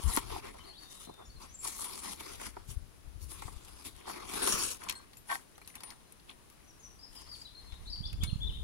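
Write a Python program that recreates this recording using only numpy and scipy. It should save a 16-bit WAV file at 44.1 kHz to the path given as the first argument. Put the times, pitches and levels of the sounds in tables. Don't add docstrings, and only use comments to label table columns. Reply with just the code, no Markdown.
import sys
import numpy as np
from scipy import signal
from scipy.fft import rfft, irfft, next_fast_len
from scipy.io import wavfile
from scipy.ndimage import map_coordinates

SR = 44100
rng = np.random.default_rng(int(sys.argv[2]) if len(sys.argv) > 2 else 0)


def pcm_store(signal):
    levels = np.round(np.clip(np.atleast_2d(signal), -1, 1) * 32767)
    wavfile.write(sys.argv[1], SR, levels.astype(np.int16).T)


def volts_from_db(level):
    exponent = np.asarray(level, float) / 20
    return 10 ** exponent


N = 380979


def unit_rms(x):
    return x / np.sqrt(np.mean(x ** 2) + 1e-20)


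def seconds(length_s):
    return np.arange(round(length_s * SR)) / SR


def add_at(out, start_s, sound):
    start = round(start_s * SR)
    out[..., start:start + sound.shape[-1]] += sound


def in_time(rows):
    time_s, *columns = np.transpose(rows)
    return [np.interp(np.arange(N) / SR, time_s, column) for column in columns]


def at_hz(points, hz):
    point_hz, value = np.transpose(points)
    return np.interp(np.log(hz), np.log(point_hz), value)


def coloured(x, points):
    size = next_fast_len(N)
    hz = np.fft.rfftfreq(size, 1 / SR) + 1
    return irfft(rfft(x, size) * volts_from_db(at_hz(points, hz)), size)[..., :N]


def drift(rate_hz):
    r = np.exp(-40 * np.pi * rate_hz / SR)
    slow = signal.lfilter([1], [1, -2 * r, r * r], rng.standard_normal(N // 20 + 2002))[2000:]
    return np.interp(np.arange(N) / 20, np.arange(len(slow)), unit_rms(slow))


def band(x, low_hz, high_hz):
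    return signal.sosfilt(signal.butter(2, [low_hz, high_hz], "band", fs=SR, output="sos"), x)


def ringing(modes, t):
    hz, level_db, t60_s = np.transpose(modes)[:, :, None]
    return volts_from_db(level_db - 60 * t / t60_s) * np.sin(2 * np.pi * hz * t)


# pitch_hz, likeness (0 to 1)
LIKENESS = [(60, 1), (300, 0.94), (1000, 0.85), (2500, 0.65), (5000, 0.55), (10000, 0.4)]


def pair(mid, side, hz):
    alike = np.clip(at_hz(LIKENESS, hz), 0, 1)
    opposite = side * np.array([[1], [-1]])
    return (np.sqrt(1 + alike) * mid + np.sqrt(1 - alike) * opposite) / np.sqrt(2)


# pitch_hz, level_db (per Hz)
HUM = [(30, -88), (120, -89), (300, -92), (600, -99), (1000, -100), (1600, -103), (2500, -105.5),
       (6000, -107), (8000, -109.5), (9600, -107.5), (11500, -114), (13000, -118), (16000, -116)]


def hum():
    mid, side = coloured(rng.standard_normal((2, N)), HUM) * np.sqrt(SR / 2)
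    treble = side - signal.lfilter(*signal.butter(1, 900, fs=SR), side)
    apart = 1.16 * side + 0.039 * treble
    return np.array([mid + apart, mid - apart]) * 0.61


# start_s, hold_s, hiss_db, slackness_db
BAG = [(0, 0.19, -47, -7), (0.085, 0.1, -40.5, -5), (0.214, 0.1, -52, 0), (0.32, 0.065, -50, 1),
       (0.449, 0.034, -53, 5), (0.535, 0.18, -62.5, 4.5), (0.822, 0.042, -56.5, -4.5),
       (0.906, 0.14, -50, -11.5), (1.415, 0.025, -52.5, -1), (1.5, 0.07, -75.5, 5),
       (1.647, 0.028, -37, -16), (1.696, 0.16, -41.5, -14.5), (1.823, 0.17, -45, -7.5),
       (2.037, 0.087, -43.5, -6), (2.199, 0.15, -49.5, -1.5), (2.408, 0.014, -48, -2),
       (2.44, 0.032, -46.5, -5), (2.543, 0.11, -68.5, 6), (2.7, 0.013, -45, -14), (3.229, 0.0086, -50, -18),
       (3.305, 0.18, -51, -7.5), (3.426, 0.42, -56.5, -4), (3.861, 0.0063, -41.5, -8.5),
       (3.954, 0.096, -63, 2.5), (4.072, 0.18, -52.5, 4), (4.297, 0.074, -44, -2), (4.358, 0.14, -39.5, -3),
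       (4.428, 0.16, -36, -3), (4.499, 0.032, -30.5, -9.5), (4.597, 0.058, -32.5, -11),
       (4.676, 0.045, -34, -15), (4.803, 0.13, -56, 2), (4.95, 0.085, -66, 3), (5.312, 0.038, -43, -9)]
# start_s, hold_s, hiss_db, slackness_db
HANDS = [(5.37, .06, -67, 5), (5.164, .012, -71, -2), (5.679, 0.015, -59, -4.5), (5.758, .012, -59.5, -2),
         (5.823, 0.1, -65, 6.5), (6.119, 0.0044, -77, 2), (6.293, .012, -61.5, 3), (7.13, 0.09, -54, -6.5),
         (7.267, 0.07, -61, -5), (7.35, .07, -56, -9), (7.6, 0.38, -67, -0.5), (8.237, 0.004, -52.5, -2),
         (8.284, 0.41, -65, -3.5)]


def strokes():
    attack_db_per_s, release_db_per_s = 485, 323
    rest_db, rest_slack_db = -79.5, 7.5
    t = np.arange(0, N + 64, 64) / SR
    start_s, hold_s, hiss_db, slack_db = np.transpose(BAG + HANDS)[:, :, None]
    before_s = np.maximum(start_s - t, 0)
    after_s = np.maximum(t - start_s - hold_s, 0)
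    away_db = attack_db_per_s * before_s + release_db_per_s * after_s
    power, rest = volts_from_db(hiss_db - away_db) ** 2, volts_from_db(rest_db) ** 2
    total = power.sum(axis=0) + rest
    slack = ((power * slack_db).sum(axis=0) + rest * rest_slack_db) / total
    return in_time(np.transpose([t, 10 * np.log10(total), slack]))


# pitch_hz, level_db (per Hz)
CLOTH = [(200, -7), (380, 0), (600, -7), (800, -4), (1100, 0), (1600, -6), (2500, -5), (4000, -5),
         (6000, -6), (8000, -7), (10200, -6), (11400, -13), (13000, -19), (16000, -21)]


def cloth():
    creases_per_s, spread_db, crease_share = 900, 4.0, 0.1
    patchy_db, wander_samples = 2.6, 3.5
    hiss_db, slack_db = strokes()

    born = rng.random(N) < creases_per_s * volts_from_db(3.5 * drift(25)) / SR
    creases = unit_rms(born * volts_from_db(spread_db * np.minimum(rng.exponential(1, N), 4)))
    grain = 1 + crease_share * signal.lfilter([1], [1, -.93], creases)
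    white = unit_rms(rng.standard_normal((2, 2, N)) * grain * volts_from_db(1.6 * drift(45)))

    panels_db, folds_db, weave_db = slack_db + 9.0, slack_db + 6.5, 0.8 * slack_db + 3.0
    parts_db = np.array([panels_db, folds_db, weave_db, np.zeros(N)])
    part_hz = [400, 1000, 2500, 8000]
    out = 0
    edges = np.geomspace(180, 17000, 21)
    for k, (low, high) in enumerate(zip(edges, edges[1:])):
        hz = np.sqrt(low * high)
        shares = [np.interp(np.log(hz), np.log(part_hz), row) for row in np.eye(4)]
        patches = patchy_db * (drift(7.5) + 0.57 * drift(24.3))
        gain = volts_from_db(hiss_db + shares @ parts_db + patches)
        out = out + gain * pair(*band(white[k % 2], low, high), hz)
    out[0] = map_coordinates(out[0], [np.arange(N) + wander_samples * drift(1.4)], order=3)
    return volts_from_db(6) * coloured(out, CLOTH)


# time_s, left_db, right_db
WIND = [(0, -61, -80), (.055, -32, -66), (.185, -44.5, -59), (1.1, -70, -69.5), (1.312, -55.5, -63),
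        (2.1, -65, -62), (2.774, -43.5, -66), (2.963, -58.5, -69), (3.2, -45, -71), (3.55, -50.5, -68),
        (3.906, -59, -78), (4.53, -50.5, -52), (4.764, -62, -66), (5.4, -70, -69.5), (6.05, -68.5, -74),
        (7.483, -60, -67.5), (8.251, -41, -37.5), (8.635, -42.5, -47)]
# time_s, level_db, width_ms, port (0 left, 1 right)
THUMPS = [(0.076, -24.5, 3.5, 0), (2.691, -31, 2.3, 0), (2.772, -22.5, 3.4, 0), (3.457, -28.5, 2.7, 0),
          (3.569, -33, 4.5, 0), (4.541, -30, 1.2, 1), (4.542, -30, 1.2, 0), (4.6, -36, 1.5, 1),
          (2.47, -42, 1.0, 1), (2.489, -42, 1.0, 1), (8.287, -25, 2.5, 1), (8.493, -26, 3.5, 1),
          (8.252, -28, 4.0, 1), (7.73, -30.5, 3.7, 0), (8.009, -25.5, 1.95, 1), (8.236, -21.5, 1.6, 1),
          (8.331, -17, 1.9, 1), (8.36, -21, 2.06, 1)]


def wind():
    lumps_db = 3.8
    out = np.zeros((2, N))
    for port, level_db in enumerate(in_time(WIND)):
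        white = rng.standard_normal(N)
        rumble = unit_rms(band(white, 26, 80)) + 0.02 * unit_rms(band(white, 80, 130))
        out[port] = volts_from_db(level_db + 2.5 + lumps_db * drift(13.2)) * rumble
    half = 600
    for time_s, level_db, width_ms, port in THUMPS:
        u = np.arange(-half, half) / SR / (width_ms / 1000)
        push = (1 - 0.68 * u ** 2) * np.exp(-u ** 2 / 2)
        middle = round(time_s * SR)
        out[round(port), middle - half:middle + half] += volts_from_db(level_db) * push
    return out


# start_s, pitch_hz, peak_db, t60_s
TICKS = [(.1635, 10100, -15, 0.012), (.171, 1140, -18, 0.02), (.106, 1080, -34, .03),
         (.324, 940, -33.5, 0.038), (.361, 870, -37, .04), (.445, 1090, -42, .03), (2.5665, 800, -34, .04),
         (1.65, 950, -35, .06), (2.566, 350, -40, 0.046), (3.483, 1000, -39, .03), (4.011, 2450, -46, .02),
         (4.053, 1150, -43, .03), (4.098, 940, -33.5, 0.043), (4.435, 11900, -36, .03),
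         (4.452, 400, -27, 0.06), (4.8172, 1690, -37, .015), (4.8366, 9400, -37, .03),
         (4.838, 7300, -39, .03), (4.846, 1200, -49, 0.018), (4.8635, 1100, -38, 0.049),
         (4.895, 2940, -27, .04), (5.0, 1000, -47, 0.024), (5.112, 4150, -54, .02),
         (5.1325, 3900, -44.5, 0.032), (5.4927, 9700, -55, .03), (5.3543, 1650, -25, .007),
         (5.39, 1600, -48, .08), (5.5142, 8400, -51, .03), (5.5546, 3000, -55, .02),
         (5.6155, 2150, -45.5, 0.069), (5.6469, 4290, -44, 0.028), (5.660, 8500, -50, .03),
         (5.698, 6100, -48, .04), (5.70, 2200, -47, .03), (5.7402, 2000, -46, .04),
         (5.7536, 9900, -36.5, 0.045), (5.763, 2300, -47, .04), (5.805, 3870, -44, .04),
         (5.862, 4000, -54, .02), (5.871, 4300, -46, .02), (5.892, 4200, -51, .02),
         (5.9033, 4540, -34.5, 0.027), (5.909, 1900, -44, .04), (5.922, 1500, -45, .03),
         (6.1223, 9590, -42, 0.028), (6.1971, 3830, -50, .03), (8.238, 5300, -36, .04),
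         (8.238, 4400, -35, .05), (8.226, 2800, -36, .07)]


def ticks():
    t, out = seconds(.08), np.zeros((2, N + SR))
    reach = 2 ** 0.25
    for start_s, hz, peak_db, t60_s in TICKS:
        dying = rng.standard_normal((2, len(t))) * volts_from_db(-60 * t / t60_s)
        burst = pair(*band(dying, hz / reach, hz * reach), hz)
        add_at(out, start_s, volts_from_db(peak_db - 3.5) * burst / np.abs(burst).max())
    return out[:, :N]


# start_s, length_s, pitch_hz (centre), width_octaves, level_db
SCUFFS = [(0.35, 0.05, 805, 0.69, -47.5), (0.54, 0.036, 700, 1.6, -57), (1.176, 0.09, 640, 2.4, -57),
          (4.95, 0.05, 8400, 0.22, -57.5), (4.884, 0.043, 3700, 2.5, -41.5), (5.29, 0.085, 2600, 1.4, -51),
          (.13, 0.035, 9900, 0.35, -43), (1.07, 0.07, 250, 3.84, -52.5), (.169, 0.012, 330, 1.3, -33),
          (6.287, 0.053, 3170, 0.92, -56.5), (6.496, 0.049, 8900, 4.5, -68),
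          (7.72, 0.037, 1700, 3.3, -60.5)]


def scuffs():
    out = np.zeros((2, N))
    for start_s, length_s, hz, octaves, level_db in SCUFFS:
        u = np.linspace(0, 1, round(length_s * SR))
        lumps = volts_from_db(4.6 * np.repeat(rng.standard_normal(60), 132)[:len(u)])
        swell = np.sin(np.pi * u ** 0.41) * lumps * rng.standard_normal((2, len(u)))
        low, high = hz * 2 ** (-octaves / 2), min(hz * 2 ** (octaves / 2), 18000)
        rub = unit_rms(band(band(swell, low, high), low, high))
        add_at(out, start_s, volts_from_db(level_db) * pair(*rub, hz))
    return out


# start_s, peak_db, low_part_db
SNAPS = [(0.1635, -12, -29), (0.1723, -6, -1.5), (0.3004, -34, 12.5), (0.3233, -35, 5), (1.1394, -33, -5),
         (1.633, -24, -9), (1.6554, -22.5, -1), (1.7908, -27, 2.5), (2.3977, -39, 13.5), (2.4145, -23, 1),
         (2.4658, -16, -13), (2.5668, -40.5, 17), (3.2166, -33, -23), (3.3168, -21.5, -10),
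         (3.4206, -22.5, 0.5), (3.4794, -34, 9), (3.648, -26.5, -25), (3.963, -28.5, -21),
         (4.0754, -35, 14.5), (4.0961, -22, 5), (4.336, -15.5, -6), (4.4738, -3, -4.5), (4.6244, -8.5, -13),
         (4.6877, -31, -22)]
# start_s, peak_db, low_part_db
KNOCKS = [(4.759, -31, -2), (4.818, -55, 7), (4.8361, -24.5, -14), (4.8957, -6.5, -40), (4.9238, -18, -27),
          (5.1315, -33.5, -3), (5.1694, -33, -25), (5.3145, -32, -20), (5.354, -27, -20), (5.5794, -32, 1),
          (5.6146, -35.5, 1), (5.675, -21, -32), (5.7535, -20, -31), (5.8047, -25.5, -7.5),
          (5.834, -18.5, -7.5), (5.904, -23, -38), (5.9205, -33, -4), (6.122, -38, -27), (6.3011, -34, -2),
          (8.129, -26, -13), (8.2351, -10, -30)]
# pitch_hz, level_db, t60_s
FRAME = [(1570, -8, 0.15), (1870, 4.5, 0.045), (2224, -9, 0.091), (2600, 3, 0.051), (2920, -3.5, 0.08),
         (3600, -12, 0.05), (4190, -2, 0.067), (4900, 1, 0.072), (6070, -19, 0.075), (7270, -40, 0.02),
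         (8170, 6, 0.029), (10100, -5, 0.04), (11750, -52.5, 0.24), (12800, -57, 0.042)]


def snaps():
    frame_free_s = 4.74
    t, out = seconds(.12), np.zeros((2, N + SR))
    modes = ringing(FRAME, t)
    crack = np.exp(-t / .0006) + .55 * volts_from_db(-60 * t / .035)
    thud = volts_from_db(-60 * t / 0.048)
    for start_s, peak_db, low_db in SNAPS + KNOCKS:
        noise = rng.standard_normal((2, len(t)))
        high = pair(*band(noise * crack, 2300, 10800), 3000)
        low = pair(*band(band(noise * thud, 295, 1700), 295, 1700), 620)
        metal = 0
        if start_s > frame_free_s:
            metal = volts_from_db(-18 + 5 * rng.standard_normal(len(FRAME))) @ modes
        add_at(out, start_s, volts_from_db(peak_db - 20.0) * (high + metal + volts_from_db(low_db + 13.0) * low))
    return out[:, :N]


# start_s, length_s, first_pitch_hz, level_db
RISES = [(0.635, 0.027, 3950, -56), (.72, 0.075, 2860, -57.5), (1.487, 0.019, 5700, -58),
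         (6.64, 0.02, 5570, -66), (6.792, 0.02, 6100, -58), (7.854, 0.015, 3550, -54),
         (7.896, 0.016, 4690, -43), (8.029, 0.023, 3210, -48), (8.063, 0.016, 4880, -44.5),
         (8.05, .012, 3970, -49), (8.271, .012, 3950, -47), (1.5, 0.043, 5580, -60),
         (8.206, 0.041, 3125, -42.5), (8.303, .04, 2570, -69), (8.403, 0.016, 3190, -47.5),
         (8.46, .014, 3490, -46.5), (8.535, 0.035, 2850, -55), (7.07, .02, 4900, -63),
         (7.215, .025, 4750, -61)]
# start_s, length_s, pitch_hz, level_db
HOLDS = [(.59, 0.035, 3030, -58), (.775, 0.03, 4510, -50.5), (.76, .03, 4020, -62), (.79, 0.2, 3700, -61),
         (1.09, 0.11, 3620, -63), (.995, 0.03, 3650, -56), (1.04, 0.07, 4050, -61),
         (1.252, 0.035, 6750, -60), (1.358, 0.022, 4200, -57), (1.585, 0.034, 7410, -45),
         (6.827, 0.053, 5930, -51), (6.989, 0.016, 4820, -54), (7.005, .02, 5150, -57),
         (7.56, .05, 4200, -50.5), (7.27, .012, 4450, -56), (7.025, 0.035, 5090, -47),
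         (7.15, 0.041, 5050, -50.5), (7.285, 0.026, 5030, -49), (7.32, 0.022, 4620, -44),
         (7.64, 0.15, 4120, -66), (7.865, 0.033, 4040, -49.5), (7.873, 0.014, 4360, -48),
         (8.035, 0.025, 3530, -47), (8.053, 0.015, 4650, -40), (8.079, 0.0089, 4630, -48),
         (8.268, 0.04, 4190, -46.5), (8.415, 0.03, 3480, -37), (8.465, 0.024, 3750, -44),
         (8.5, .09, 3700, -53), (8.3, .06, 4250, -53), (7.905, .03, 5050, -50), (7.449, .022, 4000, -46.5),
         (7.922, .022, 4550, -38), (7.955, .04, 4520, -50), (7.67, .07, 3480, -62), (7.715, .04, 3800, -60),
         (.955, .06, 3900, -62), (.685, .035, 4280, -55), (8.57, .06, 3600, -54), (7.66, .03, 4200, -57)]
# start_s, length_s, first_pitch_hz, level_db
SAGS = [(.66, 0.066, 4590, -54), (1.245, 0.03, 5780, -61), (1.295, 0.016, 4650, -56),
        (.8, 0.049, 4650, -56.5), (7.335, 0.015, 4700, -48), (1.416, 0.015, 4800, -53),
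        (1.42, 0.022, 5920, -58), (1.54, 0.022, 7750, -45), (6.672, 0.047, 6200, -59.5),
        (7.312, 0.01, 4940, -43), (7.413, 0.013, 4900, -43), (7.547, 0.015, 4450, -51),
        (7.17, .016, 4950, -52), (7.33, .02, 4700, -50), (1.2, .035, 3700, -62)]
# start_s, length_s, first_pitch_hz, level_db
DROPS = [(7.18, 0.012, 3900, -63), (7.347, 0.01, 4000, -52), (7.466, 0.011, 4000, -55.5),
         (7.953, 0.015, 3760, -58.5), (8.092, 0.017, 3450, -59), (8.286, 0.02, 3560, -49),
         (8.482, 0.028, 3730, -48)]


def song():
    rise_octaves_per_s = 8.5
    notes = [(start_s, length_s, hz, hz * 2 ** (rise_octaves_per_s * length_s), level_db)
             for start_s, length_s, hz, level_db in RISES]
    for kind, end_ratio in ((HOLDS, 1), (SAGS, .925), (DROPS, .72)):
        notes += [(start_s, length_s, hz, hz * end_ratio, level_db)
                  for start_s, length_s, hz, level_db in kind]
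    return notes


def bird():
    echo_db, echo_t60_s, pan_db, warble = -3.0, .42, 4.0, .012
    whistle, wobble = np.zeros(N + SR), 1 + warble * drift(82)
    for start_s, length_s, first_hz, last_hz, level_db in song():
        u, start = np.linspace(0, 1, round(length_s * SR)), round(start_s * SR)
        hz = (first_hz + (last_hz - first_hz) * u) * wobble[start:start + len(u)]
        phase = 2 * np.pi * np.cumsum(hz) / SR
        tone = np.sin(phase) + 0.017 * np.sin(2 * phase)
        add_at(whistle, start_s, volts_from_db(level_db) * np.sin(np.pi * u) ** 0.57 * tone)
    whistle = whistle[:N]

    t = seconds(.7)
    swell = np.minimum(t / .008, 1) ** 2
    echoes = rng.standard_normal((2, len(t))) * volts_from_db(-60 * t / echo_t60_s) * swell
    echoes = volts_from_db(echo_db) * echoes / np.sqrt(np.sum(echoes ** 2, axis=1, keepdims=True))
    scattered = whistle[None] * (.8 + .6 * drift(190))
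    direct = .88 * np.array([whistle, np.roll(whistle, 9)])
    heard = direct + signal.fftconvolve(scattered, echoes, axes=1)[:, :N]
    return heard * volts_from_db(np.array([[pan_db], [-pan_db]]) / 2)


# start_s, pitch_hz, level_db, t60_s
RINGS = [(4.953, 4258, -42.5, .19), (5.135, 11830, -66, .2), (3.215, 4450, -55, .2), (5.17, 11830, -54, .2),
         (5.17, 7270, -48, .06), (5.17, 9706, -54, .04), (5.181, 9706, -54, .06), (5.17, 10900, -56, .06),
         (5.18, 7800, -54, .05), (5.555, 6070, -57, .1), (5.676, 10480, -56, .15), (5.68, 6067, -53, .14),
         (5.78, 3585, -50, .1), (5.676, 11800, -57, .15), (5.555, 4000, -60, .06), (6.07, 4100, -66, .3),
         (4.805, 10500, -54, .08), (4.94, 12800, -62, .12), (5.615, 11800, -64, .1),
         (5.834, 11750, -55, .1), (5.903, 12000, -57, .1), (4.96, 1570, -52, .35), (8.16, 7200, -64, .4),
         (8.33, 7000, -62, .4)]
# start_s, level_db
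LEVER = [(4.757, -68), (5.617, -70), (5.676, -57), (5.755, -71), (5.805, -70), (5.834, -43), (5.903, -58),
         (8.235, -49)]


def frame():
    lever_hz, lever_t60_s = 9470, 0.42
    t, out = seconds(.5), np.zeros(N + SR)
    clinks = [(start_s, lever_hz, level_db, lever_t60_s) for start_s, level_db in LEVER]
    for start_s, hz, level_db, t60_s in RINGS + clinks:
        tone = np.sin(2 * np.pi * hz * t) + 0.22 * np.sin(2 * np.pi * hz * 1.004 * t)
        add_at(out, start_s, volts_from_db(level_db - 60 * t / t60_s) * tone)
    out = np.array([np.roll(out, 2)[:N], out[:N]])
    return out * volts_from_db(np.array([[-5], [-6]]))


# start_s, peak_db
SLAPS = [(5.2866, -45), (5.2936, -33), (5.3001, -29), (5.306, -32), (5.3145, -22), (5.3235, -31),
         (5.328, -32), (5.333, -30), (5.341, -39), (5.348, -38), (5.3544, -34), (5.362, -50), (5.374, -46)]
# pitch_hz, level_db, t60_s
BODY = [(690, -6, 0.057), (794, -1.5, .045), (940, -3.5, 0.033), (1100, -3.5, 0.039), (1350, -11, .025),
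        (1555, 1, 0.051), (1825, 2, 0.037)]


def landing():
    t, out = seconds(.08), np.zeros(N + SR)
    modes = ringing(BODY, t)
    for start_s, peak_db in SLAPS:
        chance = rng.standard_normal(len(BODY))
        add_at(out, start_s, volts_from_db(peak_db - 11.0 + 5.8 * chance) @ modes)
    return band(band(out[:N] + 1e-18, 560, 2150), 560, 2150)


# pitch_hz, level_db (over the right port)
LEFT_PORT = [(200, 3), (1500, 3), (2500, 4.5), (5000, 2.5), (8200, 1.5), (9200, 5), (10300, 11), (11500, 9),
             (13000, 7.5), (15500, 5)]


def scene():
    air = hum() + cloth() + ticks() + scuffs() + snaps() + bird() + frame() + landing()
    air[0] = coloured(air[0], LEFT_PORT)
    return air + wind()


def band_limit(x):
    return signal.sosfilt(signal.butter(12, 16500, fs=SR, output="sos"), x)


def record(dry):
    lag_samples, cutoff_hz = 40, 15950
    late = np.array([np.roll(dry[0], lag_samples), dry[1]])
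    steep = signal.ellip(10, .3, 30, cutoff_hz - 150, fs=SR, output="sos")
    mix = signal.sosfilt(steep, late)
    return band_limit(mix)


dry = scene()
out = record(dry)
pcm_store(out)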